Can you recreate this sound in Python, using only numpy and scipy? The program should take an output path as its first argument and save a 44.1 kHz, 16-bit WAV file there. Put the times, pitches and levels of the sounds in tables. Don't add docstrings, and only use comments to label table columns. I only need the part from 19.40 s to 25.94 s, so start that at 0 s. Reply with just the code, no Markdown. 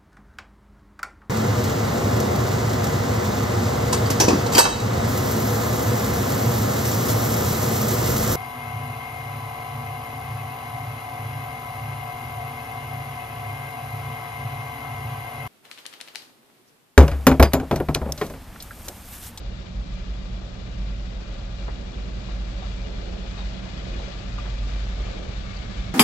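import sys
import numpy as np
from scipy import signal
from scipy.fft import rfft, irfft
from scipy.io import wavfile
from scipy.ndimage import uniform_filter1d

SR = 44100
rng = np.random.default_rng(int(sys.argv[2]) if len(sys.argv) > 2 else 0)


def store_pcm(level_fs):
    pcm = np.round(np.clip(level_fs, -1, 1) * 32767).astype(np.int16)
    wavfile.write(sys.argv[1], SR, np.atleast_2d(pcm).T)


N = 288414
TIME = np.arange(N) / SR
FREQS = np.maximum(np.fft.rfftfreq(N, 1 / SR), 1)
SIDES = np.array([[1], [-1]])


def from_db(db):
    return 10 ** (np.asarray(db) / 20)


def unit_rms(x):
    return x / np.sqrt(np.mean(x ** 2) + 1e-20)


def over_time(points):
    return np.interp(TIME, *np.transpose(points))


def across_hz(points):
    hz, value = np.transpose(points)
    return np.interp(np.log(FREQS), np.log(hz), value)


def hump(hz, octaves):
    return 1 / (1 + (np.log2(FREQS / hz) / octaves) ** 4)


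def bell(centre_s, half_s):
    return np.exp(-((TIME - centre_s) / half_s) ** 2)


def approach(start_db, db_per_s, nearest_s):
    return start_db + db_per_s * np.minimum(TIME, nearest_s)


def pan(db):
    gains = from_db(SIDES * db / 2)
    return gains / np.sqrt(np.mean(gains ** 2, axis=0))


def drift(rate_hz):
    hop, settle = 40, 2000
    pole = np.exp(-2 * np.pi * rate_hz * hop / SR)
    noise = rng.standard_normal(N // hop + settle + 2)
    slow = signal.lfilter([1], [1, -2 * pole, pole * pole], noise)[settle:]
    return np.interp(np.arange(N) / hop, np.arange(len(slow)), unit_rms(slow))


def tone(hz, wander_hz):
    turns = np.cumsum(hz + wander_hz * drift(1.834)) / SR + rng.random()
    return np.sqrt(2) * np.sin(2 * np.pi * turns)


def evened(noise, share, window_samples):
    power = uniform_filter1d(np.mean(noise ** 2, axis=0), window_samples) + 1e-12
    return noise * (power / power.mean()) ** (-share / 2)


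def friction_ring(hz, width_hz, lead_rad, pitch_wander=.003, alike=0.86):
    angle = 2 * np.pi * np.cumsum(hz * (1 + pitch_wander * drift(1.5))) / SR
    mid, side = (drift(width_hz * .7) + 1j * drift(width_hz * .7) for _ in range(2))
    wander = np.sqrt((1 + alike) / 2) * mid + np.sqrt((1 - alike) / 2) * side * SIDES
    return np.real(wander * np.exp(1j * angle) * np.exp(.5j * lead_rad * SIDES))


# frequency in Hz, correlation of left and right.
CHANNEL_LIKENESS = [(50, 0.99), (93, 0.99), (150, 0.87), (230, 0.78), (350, 0.059), (550, 0.057),
                    (850, -0.085), (2000, 0.018)]


def stereo_noise(colour, pan_points):
    mid, side = rfft(rng.standard_normal((2, N)))
    alike = across_hz(CHANNEL_LIKENESS)
    spectra = np.sqrt(1 + alike) * mid + np.sqrt(1 - alike) * side * SIDES
    noise = irfft(spectra * colour * pan(across_hz(pan_points)), N)
    return noise / np.std(noise.mean(axis=0))


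# frequency in Hz, relative level in dB.
TRUSS_SPECTRUM = [(10, -24), (16, -15), (22, -14.5), (36, 2), (48, -5), (59, -0.5), (78, -6.5), (105, -9.5),
                  (121, -7), (140, -11.5), (165, -16.5), (190, -12), (260, -24), (900, -64.5)]
# frequency in Hz, left over right in dB.
UNDERFOOT_PAN = [(50, -0.5), (110, -3), (150, 0.5), (200, -8), (300, -7.5), (400, 0.5), (560, -6.5),
                 (900, 3.5)]


def truss_rumble(step_hz=2.5, step_db=1.0):
    load = np.cos(2 * np.pi * step_hz * (TIME - 0.084))
    level_db = -37 + 0.3648 * TIME + step_db * load
    shake = stereo_noise(from_db(across_hz(TRUSS_SPECTRUM)), UNDERFOOT_PAN)
    return from_db(level_db) * evened(shake, share=.35, window_samples=1800)


# frequency in Hz, relative level in dB.
ROLLER_SPECTRUM = [(130, -20.5), (200, 2.5), (250, 1.5), (310, 0.5), (390, 0.5), (480, -2), (570, -0.5),
                   (700, -3.5), (900, -9.5), (1500, -14), (8000, -63)]
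# time in seconds, peak level in dB, centre in Hz, half length in seconds.
WHEEL_PASSES = [(2.584, -48, 295, 0.25), (3.66, -45, 420, 0.22), (4.53, -48, 327, 0.21),
                (5.772, -44.5, 440, 0.22)]


def step_rollers(judder_db=1.08):
    level_db = approach(start_db=-49.5, db_per_s=0.98, nearest_s=2.53)
    roll = from_db(level_db) * stereo_noise(from_db(across_hz(ROLLER_SPECTRUM)), UNDERFOOT_PAN)
    for s, peak_db, hz, half_s in WHEEL_PASSES:
        wheel = stereo_noise(hump(hz, octaves=0.72), UNDERFOOT_PAN)
        roll += from_db(peak_db) * bell(s, half_s) * wheel
    return from_db(judder_db * drift(25)) * roll


# time in seconds, peak level in dB.
PANEL_BOOMS = [(6.195, -36.5), (6.29, -35)]


def panel_booms():
    swell = sum(from_db(db) * bell(s, half_s=0.023) for s, db in PANEL_BOOMS)
    return swell * tone(hz=191.8, wander_hz=1.9) * pan(-15)


# start in seconds, peak level in dB, pitch in Hz, time to fall 60 dB in seconds.
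EDGE_CLINKS = [(3.225, -46, 3720, .15), (3.447, -48, 2870, .14), (3.974, -44, 2510, .1),
               (3.978, -43, 3790, .14), (4.004, -41.5, 3720, .2), (4.535, -46, 2870, .14),
               (4.587, -43, 3950, .08), (4.643, -41, 3840, 0.065), (4.986, -44, 2870, .08),
               (4.988, -45, 2480, .14), (5.18, -51, 2370, .12), (6.384, -45, 2380, .12)]


def edge_clinks():
    out = np.zeros(N)
    for s, peak_db, hz, t60 in EDGE_CLINKS:
        age = np.maximum(TIME - s, 0)
        out += from_db(peak_db - 60 * age / t60) * np.sin(2 * np.pi * hz * age)
    return out * pan(13.5)


# start in seconds, ring level in dB before the trim,
# centre in Hz, time to fall 60 dB in seconds, width in octaves, crack level in dB,
# lead of the left channel in radians.
STEP_KNOCKS = [(2.282, -34, 1150, 0.1, .7, -22.5, 2), (2.283, -35.5, 600, .1, 0.61, -31, 1.2),
               (2.286, -32, 450, 0.08, .35, -24.5, 2), (2.289, -37, 850, .1, 1.2, -30, 0),
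               (2.887, -37.5, 1000, 0.17, 1.1, -34, 0), (2.888, -36, 382, 0.13, 0.57, -38, 0),
               (3.223, -33, 744, 0.12, 0.1, -31.5, 1.3), (3.229, -36, 1150, 0.11, 0.72, -32, 1),
               (3.977, -45, 940, .12, 1.2, -32, 0), (3.984, -35, 720, 0.15, 0.66, -28.5, 0.5),
               (4.006, -38.5, 800, 0.2, 0.99, -34, -1), (4.262, -36.5, 650, .14, .8, -34, -0.5),
               (4.471, -37.5, 553, 0.18, 0.15, -33, 1.3), (4.544, -38, 1500, 0.17, 0.82, -38, -1),
               (4.590, -35, 696, 0.19, 0.56, -40, 1), (4.981, -40, 1230, 0.09, 0.4, -28, 1.5),
               (4.986, -41, 1190, .07, 0.09, -28, 1), (4.992, -41, 700, .13, .6, -34, -4),
               (5.056, -33, 900, 0.14, 0.93, -30, 0)]


def step_knocks(trim_db=-8.5, attack_s=0.0021, hall_db=-30.5, hall_t60_s=0.65, crack_cycles=0.7):
    out = np.zeros((2, N))
    for s, ring_db, hz, t60, octaves, crack_db, lead_rad in STEP_KNOCKS:
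        age = np.maximum(TIME - s + SIDES * lead_rad / (4 * np.pi * hz), 0)
        crack = np.sin(2 * np.pi * hz * age) * np.exp(-age * hz * octaves / crack_cycles)
        modes = evened(stereo_noise(hump(hz, octaves), UNDERFOOT_PAN), share=1, window_samples=600)
        attack = 1 - np.exp(-age / attack_s)
        decay = from_db(-60 * age / t60) + from_db(hall_db - 60 * age / hall_t60_s)
        out += from_db(crack_db) * crack + from_db(ring_db + trim_db) * attack * decay * modes
    return out


# time in seconds, peak level in dB, pitch in Hz.
RAIL_SQUEAKS = [(3.39, -50, 2400), (4.81, -49, 2550), (6.16, -50, 4520)]


def handrail_squeaks():
    out = np.zeros((2, N))
    for s, peak_db, hz in RAIL_SQUEAKS:
        out += from_db(peak_db) * bell(s, half_s=0.024) * friction_ring(hz, width_hz=190, lead_rad=0)
    return out * pan(19)


# frequency in Hz, relative level in dB.
RAIL_SPECTRUM = [(150, -41.5), (350, -14.5), (650, 3), (850, -2.5), (1030, -3), (1400, -0.5), (2000, -2),
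                 (3000, -2), (3900, -1), (4400, -3), (5700, -8.5), (7000, -11.5), (7700, -16.5),
                 (8300, -25.5)]
# frequency in Hz, left over right in dB.
RAIL_PAN = [(700, -1.5), (1000, 4.5), (1400, 1.5), (1900, 7.5), (2200, 7), (2500, 7.5), (3000, 14.5),
            (3400, 14.5), (4100, 17.5), (4900, 16), (6000, 11.5), (7300, 10.5), (8200, 20)]
# time in seconds, added level in dB.
RAIL_RUBS = [(3.35, 1.2), (4.0, 1.2), (4.62, 1.8)]
# time in seconds, place (0 to 2; beyond counts as 2).
MIC_PLACES = [(3.45, 0.5), (3.85, 1.1), (5.2, 1.04), (5.65, 2.5)]
# pitch in Hz, lead of the left channel
# in radians, then relative levels in dB at places 0, 1 and 2.
PANEL_GAP_MODES = [(551.3, .6, -7.5, -8, -14), (604, 0.7, -9.5, -17.5, -20.5), (703, -2, -21.5, -10, -14.5),
                   (831, -2.5, -15, -12, -17), (1177, -0.5, -12.5, -14.5, -11),
                   (1278, 0.2, -19.5, -23, -16), (1390, -0.5, -18, -20, -22), (1516, 2, -14.5, -21, -13.5),
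                   (1698, 2.5, -17.5, -12, -8), (1843, 2, -21.5, -24, -18), (2014, 3.5, -12.5, -10, -14),
                   (2190, -1.4, -23.5, -28, -10), (2364, -0.1, -10, -13, -12),
                   (2525, -0.7, -18.5, -12, -19), (2690, -1, -21, -28.5, -13.5), (2860, 2.5, -11, -10, -21),
                   (3030, -2.5, -27.5, -16.5, -12.5), (3194, 2.5, -15.5, -17, -29.5),
                   (3382, 3, -13, -10, -11.5), (3490, 0.5, -20, -27, -19.5), (3666, -0.9, -18, -19, -13.5),
                   (3740, 0.5, -15, -15.5, -22.5), (3880, -0.5, -26, -21.5, -16.5),
                   (4030, 2, -15.5, -21, -25), (4210, -1.5, -19.5, -15.5, -15),
                   (4560, 2.5, -16.5, -13.5, -16), (4885, 0.5, -20, -18, -25), (5350, 1.5, -20.5, -22, -27)]


def handrail_hiss(link_hz=15.05, sway_hz=2.94, ring_boost_db=1.0, flare_db=1.4, grain_db=0.73):
    place = over_time(MIC_PLACES)
    slide = stereo_noise(from_db(across_hz(RAIL_SPECTRUM)), RAIL_PAN)
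    for hz, lead_rad, *levels_db in PANEL_GAP_MODES:
        mode_db = ring_boost_db + np.interp(place, [0, 1, 2], levels_db)
        mode_db += flare_db * drift(6.1)
        width_hz = 54 * np.sqrt(hz / 1800)
        pan_db = np.interp(hz, *np.transpose(RAIL_PAN))
        slide += from_db(mode_db) * friction_ring(hz, width_hz, lead_rad) * pan(pan_db)
    level_db = approach(start_db=-52.5, db_per_s=0.9577, nearest_s=5.3)
    rub_db = sum(db * bell(s, half_s=0.16) for s, db in RAIL_RUBS)
    link_db = 0.35 * np.cos(2 * np.pi * link_hz * (TIME - .008))
    sway_db = 0.34 * np.cos(2 * np.pi * sway_hz * (TIME - .245))
    return from_db(level_db + rub_db + link_db + sway_db + grain_db * drift(25)) * slide


# pitch in Hz, level in dB, left over right in dB,
# multiple of the swell (a negative one sinks as the swell rises).
GEAR_TONES = [(88.4, -51.5, 1, -.3), (110.2, -50, 2, -1.6), (119.5, -55, -0.5, 0.35),
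              (175, -71.5, -3, 0.84), (179.7, -48, -9.5, 1), (189.5, -45.5, -13.5, 1),
              (209.8, -62, -7.5, -0.77), (227.2, -59.5, -4.5, 0)]
# time in seconds, swell in dB.
DRONE_SWELL = [(0, -.5), (4.4, 0), (5.2, -3.5), (6.2, 2), (6.54, 3)]


def gear_drone(waver_db=1.5):
    swell_db = over_time(DRONE_SWELL)
    out = np.zeros((2, N))
    for hz, level_db, pan_db, multiple in GEAR_TONES:
        gain = from_db(level_db + multiple * swell_db + waver_db * drift(1.1))
        out += gain * tone(hz, wander_hz=0.28) * pan(pan_db)
    return out


# time in seconds, level in dB before the trim.
HUM_LEVELS = [(0, -33.5), (.25, -38.5), (0.42, -38.5), (0.7, -34), (1.3, -40.5), (1.45, -27), (1.72, -34.5),
              (2.45, -34), (2.92, -29.5), (3.4, -31), (3.8, -34.5), (4.06, -31), (4.19, -40), (4.33, -37),
              (4.8, -33.5), (5.25, -27), (5.58, -28), (5.8, -34.5), (6.2, -41.5), (6.45, -33)]
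# time in seconds, peak level in dB.
DRIVE_JOLTS = [(.385, -26), (.535, -35), (.71, -30.5), (.94, -31.5), (1.405, -31.5), (2.235, -37),
               (2.33, -38), (3.012, -33), (4.075, -33), (4.55, -35), (5.98, -27), (6.19, -31.5),
               (6.39, -37)]


def motor_hum(hum_hz=49.27, trim_db=0.07, throb_hz=10.4, throb_db=-44.5):
    swell = from_db(over_time(HUM_LEVELS) + trim_db)
    throb_spectrum = rfft(rng.standard_normal(N)) * hump(throb_hz, octaves=0.97)
    throb = from_db(throb_db) * unit_rms(irfft(throb_spectrum, N))
    jolts = sum(from_db(db) * bell(s, half_s=0.025) for s, db in DRIVE_JOLTS)
    return (swell + throb + jolts) * tone(hum_hz, wander_hz=0.12) * pan(-.9)


def scene():
    low_end = motor_hum() + gear_drone() + truss_rumble() + panel_booms()
    running = handrail_hiss() + step_rollers()
    return low_end + running + step_knocks() + handrail_squeaks() + edge_clinks()


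def record(dry):
    lowpass = signal.ellip(12, .2, 80, 8350, fs=SR, output="sos")
    return signal.sosfilt(lowpass, dry)


dry = scene()
out = record(dry)
store_pcm(out)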